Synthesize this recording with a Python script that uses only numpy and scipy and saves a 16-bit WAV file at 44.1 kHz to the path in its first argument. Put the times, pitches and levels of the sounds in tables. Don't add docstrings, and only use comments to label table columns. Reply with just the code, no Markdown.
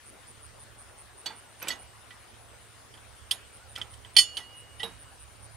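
import sys
import numpy as np
from scipy import signal
from scipy.fft import rfft, irfft, next_fast_len
from scipy.io import wavfile
from scipy.ndimage import uniform_filter1d, map_coordinates

SR = 44100
rng = np.random.default_rng(int(sys.argv[2]) if len(sys.argv) > 2 else 0)


def transcribe(signal):
    frames = np.atleast_2d(signal).T
    limited = np.clip(frames, -1, 1)
    pcm = np.round(limited * 32767).astype(np.int16)
    wavfile.write(sys.argv[1], SR, pcm)


def volts(x):
    e = np.asarray(x, float) / 20
    return 10 ** e


N = 245195

# frequency_hz, density_db
AIR_SPECTRUM = [(60, -35), (200, -0.5), (500, 2.5), (1300, 1.5), (3000, -4), (6400, -10.5), (8000, -11),
                (11000, -16), (12000, -41), (16000, -52.5)]
# frequency_hz, correlation (1 = identical)
AIR_CORRELATION = [(300, 0.26), (3000, 0.43), (7000, 0.033)]
# frequency_hz, left_minus_right_db
AIR_BALANCE = [(200, -1), (700, 4.5), (2400, 3), (4400, 3), (9000, 1.5)]
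AIR_DB, AIR_SWAY_DB = -56.5, 0.2

# frequency_hz, density_db
DRONE_SPECTRUM = [(15, -38), (25, -14.5), (40, -16.5), (70, -2.5), (90, -10), (135, -14), (200, -25.5),
                  (400, -40), (900, -90)]
DRONE_DB, DRONE_NEARS_DB_PER_S, DRONE_SWAY_DB = -59.5, 0.41, 2.26

# frequency_hz, density_db
HISS_SPECTRUM = [(300, -20), (3000, 0), (14500, 0), (15700, -4)]
HISS_DB = [
    [-86],
    [-64],
]

NEAR_CHIRPS = [.057, .270, .422, .594, .78, 0.978, 1.171, 1.356, 1.591, 1.789, 3.528, 3.687, 3.900, 4.134,
               4.348, 4.566, 4.787, 4.991, 5.195, 5.421]
# time_s, peak_db
NEAR_EFFORT = [(0.0, -49.5), (1.8, -49.5), (3.5, -51.5), (4.7, -48.5), (5.2, -50)]
# first_s, period_s, chirps (count), level_db
LEFT_BOUTS = [
    (.015, .204, 9, -60),
    (1.835, .1925, 12, -61),
    (4.17, .203, 3, -60),
    (4.77, .192, 5, -60),
]
FAR_CHIRPS = 340

CAWS = [-69, -64, -63, -67, -65, -72, -60]
# share_of_call (0 to 1), pitch_hz
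CAW_PITCH = [(0, 1210), (.15, 1364), (.33, 1486), (.6, 1440), (.85, 1317), (1, 1200)]
CAW_FIRST_S, CAW_PERIOD_S, CAW_LENGTH_S = .312, .545, 0.12

# start_s, peak_db, crack_db, brightness_db_per_octave
SET_DOWN = [
    (1.258, -27, 2, 0.5),
    (1.2608, -22.5, -1, 1),
    (1.2655, -31.5, 4, 3),
    (1.303, -40, -16, -6.5),
]
NUT = [
    (1.2625, -45, -12, .1),
    (1.626, -31, -10, .1),
]
SCRAPE = [(1.599, -64, -8, 3), (1.618, -37, -18, -12), (1.640, -47, -5, -9), (1.671, -30.5, -18, -12.5),
          (1.680, -38, 0, 5.5), (1.6835, -26, 12, 4.5), (1.691, -33, 5, 4)]
SEAT = [(1.687, -40, 1, -5), (1.7025, -26.5, -5, 1), (1.7085, -31.5, 0, 1), (1.7117, -31.5, 7, 1),
        (2.106, -50.5, 21.5, -8.5), (4.40, -42.5, -6, 4.5)]
SLIP = [(2.34, -51, -9, -10.5), (2.939, -44.5, -15, -5), (2.95, -51, -15, -10), (2.975, -47.5, -12, -8),
        (3.754, -38.5, -4.5, -1), (3.757, -33, -5.5, -5), (3.7605, -28.5, 5, -6), (3.8145, -25, -4.5, -7.5),
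        (3.8165, -30.5, -6, -12), (3.938, -45.5, 7, 0), (4.048, -38, -2.5, -16), (4.153, -38, -5.5, -8.5)]
SKIP = [
    (3.310, -17.5, 0.5, -0.5),
    (3.3130, -15.5, -6, -0.29),
    (3.3180, -27, -1, -2),
]
TICK = [
    (3.7765, -37, -6, -3.5),
    (3.782, -46.5, 6.5, 7.5),
    (3.7845, -41, -6, -5),
]
BITE = [
    (4.1652, -4.5, -2.5, 0.54),
    (4.169, -8.5, -8, 0),
    (4.1845, -6, -7, 0.94),
    (4.189, -11, -7, 0),
]
REBOUND = [
    (4.369, -25.5, 1, -1),
    (4.3725, -21.5, -2, -1.5),
]
EASE = [
    (4.797, -35.5, -6, -1),
    (4.801, -31.5, -4, -1),
]
LET_GO = [
    (4.8315, -22.5, -9, 1),
    (4.837, -31.5, -5, -2.5),
]

# frequency_hz, level_db, t60_s
SET_DOWN_MODES = [(873, -1.5, 0.045), (1610, -6, 0.064), (1950, -10.5, 0.17), (2400, -18, 0.073),
                  (2730, -7, 0.037), (2940, -2.5, 0.054), (3370, -7, 0.12), (3480, -7, 0.21),
                  (3880, -8, 0.065), (4474, 1, 0.13), (5410, -24, 0.046), (6210, -6, .05),
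                  (7214, -24.5, .1), (7680, -11, 0.071), (8500, -14, .05), (10550, -31, .06)]
NUT_MODES = [(2550, -8, 0.14), (5050, -11.5, 0.036), (6000, -8.5, 0.057), (7800, -20, 0.035),
             (12800, 2, 0.033)]
SCRAPE_MODES = [(1490, -6.5, 0.027), (2380, 3, 0.036), (3030, -1, 0.049), (3600, -4, .04),
                (5080, -8, 0.056), (6030, -2, 0.029), (7800, 0.5, 0.09), (9760, 4, 0.013),
                (11930, -12.5, 0.085), (12900, -10.5, 0.043)]
SEAT_MODES = [(1958, 1, 0.19), (2440, -24, 0.175), (2950, -5, 0.12), (3300, -7, 0.12), (3472, -17, .15),
              (3806, -17.5, 0.12), (4440, -1.5, 0.048), (5260, -15.5, 0.19), (6500, -21.5, 0.2),
              (6900, -44, .15), (9380, -23, 0.11), (10500, -38, 0.16), (11610, -35, .15),
              (12320, -38.5, .1)]
SLIP_MODES = [(1970, -12.5, 0.084), (2440, -26, 0.093), (3080, -3, 0.094), (3180, 4.5, 0.048),
              (3403, -0.5, .06), (3710, -21, 0.17), (4560, -10.5, 0.051), (5130, -11, .07),
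              (5270, -12.5, 0.078), (6030, -16, 0.11), (6860, -21.5, 0.39), (8460, -8.5, 0.17),
              (8850, -13, 0.11), (9400, -13, 0.11), (9857, -17, .14), (10360, -16.5, 0.2),
              (10080, -30, .15), (11700, -19.5, 0.25), (12180, -18, .09), (12399, -28.5, .07),
              (13130, -34, 0.146)]
SKIP_MODES = [(1960, -19, 0.13), (2380, -14, .05), (3056, 1.5, 0.042), (3150, 7.5, 0.035),
              (3390, 0.5, 0.055), (3786, -11, 0.14), (4452, -3, 0.049), (4800, 0, .04), (5360, -14, 0.1),
              (6240, -22, .15), (6960, -19.5, .2), (8700, -5, .085), (9070, -15, .08), (9900, -4, .17),
              (10436, -12, .14), (11300, -23.5, .19), (11740, -23, 0.21), (11960, -17, 0.091),
              (12360, -15, .07)]
TICK_MODES = [(1430, 1, 0.015), (1932, -7, .08), (2400, -4, 0.022), (5230, -10.5, .07), (10260, -9, 0.018),
              (13500, -10, .01)]
REBOUND_MODES = [(2110, -15, 0.23), (3000, 3, 0.088), (3130, 6, 0.037), (3370, -5, 0.11), (4460, 2, 0.032),
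                 (4440, -22, 0.46), (5243, -23, 0.25), (6185, -18, 0.25), (7020, -26, .29),
                 (8990, -9, 0.14), (9700, -22, 0.34), (10180, -17, .18), (11100, -26, .24),
                 (11900, -24, .2), (12330, -30, .2)]
EASE_MODES = [(823, -11.5, .15), (1950, -4, 0.37), (2820, -3, 0.073), (2960, -3, 0.1), (3100, 4, .05),
              (3327, -8, .15), (3450, -6, .15), (3750, -10, 0.11), (4500, -5, 0.058), (5303, -13, .07),
              (6239, -23, .1)]
LET_GO_MODES = [(189, -17.5, 0.42), (460, -3.5, 0.23), (832, -1, 0.17), (1075, -13, 0.23), (1540, -22, .3),
                (2030, -18, 0.0875), (2846, 5, 0.073), (3130, 14.5, 0.029), (3063, -8, .3),
                (3455, -4, 0.11), (3813, 2.5, 0.19), (5180, -13.5, 0.2), (7940, -8, 0.054),
                (8650, -12, 0.1), (9846, -17.5, 0.36), (10308, -25, .07), (10800, -17, 0.38),
                (11000, -23, 0.3), (11610, -19, 0.27), (12340, -23, .2), (14170, -23, .15)]
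BITE_HZ = [780, 1430, 1957, 2374, 2998, 3091, 3343, 3466, 4416, 4455, 5250, 5292, 6181, 7205]
BITE_HIGH_HZ = [7560, 8419, 8766, 9072, 9400, 9555, 9841, 10348, 10960, 11670, 12330, 12790, 13110, 13890]
# level_db, t60_s
BITE_LEVELS = [(-16, 0.032), (-23, 0.051), (-7.5, 0.11), (-11, 0.064), (-5, 0.19), (2, 0.077),
               (-6.5, 0.098), (-14.5, 0.26), (-1.5, 0.084), (-2, 0.15), (-6, 0.074), (-6.5, 0.084),
               (-15, 0.1675), (-20, 0.37), (-27, 0.18), (-14.5, .17), (-11, 0.15), (-6, 0.073),
               (-13.5, 0.27), (-22, 0.132), (-23, 0.136), (-10, 0.095), (-17, 0.25), (-23.5, 0.2),
               (-23.5, 0.13), (-31, 0.15), (-28, 0.22), (-37, 0.11)]

# frequency_hz, density_db
CRACK_SPECTRUM = [(500, -30), (1800, -3.5), (3200, 8.5), (5000, 2), (9000, -7), (13000, -15), (15000, -33)]
# frequency_hz, density_db
RAIL_SPECTRUM = [(100, -41), (190, 3), (300, -2.5), (500, -2.5), (850, 1.5), (1500, -0.5), (3000, -5),
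                 (6000, -15), (15000, -30)]
# frequency_hz, t60_s
RAIL_DECAY = [(200, 0.39), (800, 0.39), (3000, 0.28), (10000, 0.1)]
CHOKE = 0.18
RAIL_GROWS, RAIL_DULL = 0.21, 0.26
SCATTER_DB, FLUTTER = 1.0, 0.3

# frequency_hz, level_db, t60_s
TUBE_MODES = [(2884, -32.5, 1.5), (6945, -33.5, 0.29), (4300, -56, 0.65), (5300, -50, .4)]
# start_s, level_db, overtones_db
TUBE_BLOWS = [
    (1.26, -30.5, -15),
    (1.70, -26.5, -15),
    (3.313, -30, 10),
    (4.174, -6.5, 13),
    (4.367, -52, 31),
    (4.832, -26.5, -15),
]

# frequency_hz, left_minus_right_db
WRENCH_BALANCE = [(60, -19.0), (110, -17.0), (200, -38), (380, -25), (700, -5.5), (1290, -5), (2380, -4),
                  (4400, -7.5), (8120, -6.5), (15000, -0.5)]
# frequency_hz, t60_s
MEADOW_DECAY = [(300, 0.41), (3000, 0.55), (12000, 0.41)]
ECHO_DB = -25


def unit(x):
    return x / np.sqrt(np.mean(x ** 2) + 1e-20)


def along(points, hz):
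    f, value = np.transpose(points)
    return np.interp(np.log(hz + 1), np.log(f + 1), value)


def wobble(rate):
    knots = rng.standard_normal(int(N * rate / SR) + 4)
    return map_coordinates(knots, [np.arange(N) * rate / SR])


def filtered(x, response):
    size = next_fast_len(x.shape[-1] + 8192)
    spectrum = rfft(x, size) * response(np.fft.rfftfreq(size, 1 / SR))
    return irfft(spectrum, size)[..., :x.shape[-1]]


def dying(spectrum, decay, channels):
    noise = rng.standard_normal((channels, SR // 2))
    hz, t, z = signal.stft(noise, SR, nperseg=512)
    level_db = along(spectrum, hz)[:, None] - 60 * t / along(decay, hz)[:, None]
    x = signal.istft(z * volts(level_db), SR, nperseg=512)[1]
    return x[:, :SR // 2] / np.std(x[:, :512])


def add(track, s, x):
    k = max(round(s * SR), 0)
    track[..., k:k + x.shape[-1]] += x[..., :max(N - k, 0)]


def air():
    z = signal.stft(rng.standard_normal((2, N)), nperseg=512)[2]
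    patches = uniform_filter1d(rng.standard_normal(z.shape[1:]), 5, 0)
    patches = uniform_filter1d(patches, 10, 1)
    pair = signal.istft(z * volts(2.08 * unit(patches)), nperseg=512)[1][:, :N]

    def mid_side(f):
        angle = np.arccos(np.clip(along(AIR_CORRELATION, f), -1, 1)) / 2
        return volts(along(AIR_SPECTRUM, f)) * [np.cos(angle), np.sin(angle)]

    mid, side = filtered(pair, mid_side)
    ears = np.array([mid + side, mid - side])
    leaning = filtered(ears, lambda f: volts(np.outer([.5, -.5], along(AIR_BALANCE, f))))
    return volts(AIR_DB + 1.5 + AIR_SWAY_DB * wobble(1.497)) * unit(leaning)


def drone():
    db = DRONE_DB + DRONE_NEARS_DB_PER_S * np.arange(N) / SR + DRONE_SWAY_DB * wobble(3.4)
    rumble, other = filtered(rng.standard_normal((2, N)), lambda f: volts(along(DRONE_SPECTRUM, f)))
    firing_hz = 108.5 + 1.34 * wobble(4.9)
    tone = volts(0.5 + 0.94 * wobble(6.1)) * np.sin(2 * np.pi * np.cumsum(firing_hz) / SR)
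    right = volts(db + 3.5) * (unit(rumble) + tone)
    left = volts(-20.5) * right + volts(-78.0) * unit(other)
    return np.array([left, right])


def hiss():
    noise = rng.standard_normal((2, N))
    return volts(HISS_DB) * unit(filtered(noise, lambda f: volts(along(HISS_SPECTRUM, f))))


def chirp(count, low_hz, high_hz, pulse_hz, lag, blur):
    u = np.linspace(0, 1, round(count / pulse_hz * SR))
    hz = low_hz + (high_hz - low_hz) * np.minimum(1, 1.625 * u)
    phase = 2 * np.pi * np.cumsum(hz) / SR
    rasp = unit(uniform_filter1d(rng.standard_normal((2, len(u))), 45))
    strokes = np.abs(np.sin(np.pi * count * u)) ** 2.2
    swell = np.minimum(1, 0.44 + 2.7 * u)
    tone = np.sin(phase + blur * rasp[1] + np.array([[0], [lag]]))
    return strokes * swell * (1 + 0.12 * rasp[0]) * tone


def crickets():
    x = np.zeros((2, N))
    for s in NEAR_CHIRPS:
        db = np.interp(s, *np.transpose(NEAR_EFFORT))
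        call = chirp(count=7, low_hz=8920, high_hz=9366, pulse_hz=149.0, lag=1.62, blur=0.29)
        add(x, s, volts(db + 5.5) * call)
    for first_s, period_s, chirps, bout_db in LEFT_BOUTS:
        for k in range(round(chirps)):
            db = bout_db + 1.4 * rng.standard_normal() + np.array([[7], [-3]])
            call = chirp(count=8, low_hz=10060, high_hz=9940, pulse_hz=146, lag=2.16, blur=0.32)
            add(x, first_s + k * period_s - .028, volts(db) * call)
    for k, (late, pitch, size, side, lag) in enumerate(rng.random((FAR_CHIRPS, 5))):
        hz = 8000 + 1700 * pitch
        call = chirp(count=8, low_hz=hz, high_hz=hz + 300, pulse_hz=135 + 20 * side,
                     lag=2 * np.pi * lag, blur=0.62)
        db = -61.5 + 4.1 * size + (side - 0.35) * np.array([[-5], [5]])
        add(x, (k + 2 * late) * N / SR / FAR_CHIRPS, volts(db) * call)
    return x


def crow():
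    x = np.zeros(N)
    share, hz = np.transpose(CAW_PITCH)
    u = np.linspace(0, 1, round(CAW_LENGTH_S * SR))
    glide_hz = uniform_filter1d(np.interp(u, share, hz), 500)
    phase = 2 * np.pi * np.cumsum(glide_hz) / SR
    voice = np.sin(phase) + volts(-18) * np.sin(2 * phase) + volts(-20) * np.sin(3 * phase)
    for k, db in enumerate(CAWS):
        add(x, CAW_FIRST_S + k * CAW_PERIOD_S, volts(db + 2.5) * voice * np.sin(np.pi * u) ** 0.45)
    return x * volts(1.6 * wobble(39.77)) * volts(np.array([[-3], [0]]))


def jaw_ring(modes, tilt_db, damping, grip, t):
    hz, db, t60 = np.transpose(modes)[:, :, None]
    ears = np.array([1, -1])[:, None, None]
    size, phase, turn, lean = rng.standard_normal((4, len(modes), 1))
    level = db + tilt_db * np.log2(hz / 3000) + SCATTER_DB * size
    level = level - 60 * t * damping / t60 - 12 * (t / grip) ** 4
    chatter = unit(uniform_filter1d(rng.standard_normal(level.shape), 150))
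    beam = volts(0.6 * lean * ears)
    wave = beam * np.sin(2 * np.pi * hz * t + 0.88 * phase + 0.2 * turn * ears)
    return np.sum(volts(level) * (1.5 + FLUTTER * chatter) * wave, 1) / np.sum(volts(db)) * 2


def steel_crack(crack_db, tilt_db, damping, t):
    noise = rng.standard_normal((2, len(t)))
    mid, side = filtered(noise, lambda f: volts(along(CRACK_SPECTRUM, f) + tilt_db * np.log2(f / 3000 + 0.11)))
    crack = unit(mid + np.outer([.3, -.3], side))
    snap = volts(crack_db - 8 - 60 * t * damping / 0.016)
    small_modes = volts(crack_db - 19 - 60 * t * damping / 0.16)
    return crack * (snap + small_modes)


def rail_rumble():
    near, spread = dying(RAIL_SPECTRUM, RAIL_DECAY, channels=2)
    onset = 1 - np.exp(-np.arange(SR // 2) / SR / 0.0013)
    return (near + np.outer([.3, -.3], spread)) * onset


def contacts(events, modes, rise, grip, damp, rail_db):
    x, t = np.zeros((2, N)), np.arange(SR // 5) / SR
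    for s, peak_db, crack_db, tilt_db in events:
        damping = damp * volts(CHOKE * crack_db)
        struck = jaw_ring(modes, tilt_db, damping, grip, t) + steel_crack(crack_db, tilt_db, damping, t)
        add(x, s, volts(peak_db) * struck * (1 - np.exp(-t / rise)))
        rumble_db = rail_db - 9 + RAIL_GROWS * (peak_db + 29) - RAIL_DULL * tilt_db
        add(x, s, volts(rumble_db) * rail_rumble())
    return x


def tube():
    x, t = np.zeros(N), np.arange(SR) / SR
    partials = [volts(db - 60 * t / t60) * np.sin(2 * np.pi * hz * t) for hz, db, t60 in TUBE_MODES]
    first, overtones = partials[0], sum(partials[1:])
    for s, db, over_db in TUBE_BLOWS:
        add(x, s, volts(db) * (first + volts(over_db) * overtones) * (1 - np.exp(-t / 0.016)))
    return x * volts(2.12 * wobble(25))


def wrench():
    bite_modes = np.column_stack([BITE_HZ + BITE_HIGH_HZ, BITE_LEVELS])
    x = contacts(SET_DOWN, SET_DOWN_MODES, rise=0.0017, grip=0.099, damp=1.3, rail_db=-41.0)
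    x += contacts(NUT, NUT_MODES, rise=0.00095, grip=0.043, damp=1.7, rail_db=-40.5)
    x += contacts(SCRAPE, SCRAPE_MODES, rise=0.00102, grip=.05, damp=1.17, rail_db=-37)
    x += contacts(SEAT, SEAT_MODES, rise=0.0024, grip=0.064, damp=0.93, rail_db=-49.0)
    x += contacts(SLIP, SLIP_MODES, rise=0.0006, grip=.09, damp=1.74, rail_db=-51.5)
    x += contacts(SKIP, SKIP_MODES, rise=0.00045, grip=0.17, damp=1.41, rail_db=-47.5)
    x += contacts(TICK, TICK_MODES, rise=0.0003, grip=0.06, damp=1.34, rail_db=-41)
    x += contacts(BITE, bite_modes, rise=.0012, grip=.082, damp=1.2, rail_db=-47)
    x += contacts(REBOUND, REBOUND_MODES, rise=0.00093, grip=0.15, damp=1.5, rail_db=-43.5)
    x += contacts(EASE, EASE_MODES, rise=0.0015, grip=0.052, damp=1.1, rail_db=-47)
    x += contacts(LET_GO, LET_GO_MODES, rise=0.00091, grip=0.13, damp=1.53, rail_db=-37.5)
    x += tube()
    x = filtered(x, lambda f: volts(np.outer([.5, -.5], np.clip(along(WRENCH_BALANCE, f), -7, 7))))
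    tail = dying([(100, 6), (15000, 2.5)], MEADOW_DECAY, channels=2)
    delayed = np.pad(x, ((0, 0), (400, 0)))
    echo = signal.fftconvolve(delayed, tail / np.linalg.norm(tail[0]), axes=1)[:, :N]
    return x + volts(ECHO_DB) * echo


def scene():
    return air() + drone() + hiss() + crickets() + crow() + wrench()


def low_pass(x):
    return signal.sosfilt(signal.butter(12, 16310, fs=SR, output="sos"), x)


def record(dry):
    soft = dry / (1 + np.abs(dry / .93) ** 6) ** (1 / 6)
    mix = filtered(soft, lambda f: f < 15760)
    return low_pass(mix)


dry = scene()
out = record(dry)
transcribe(out)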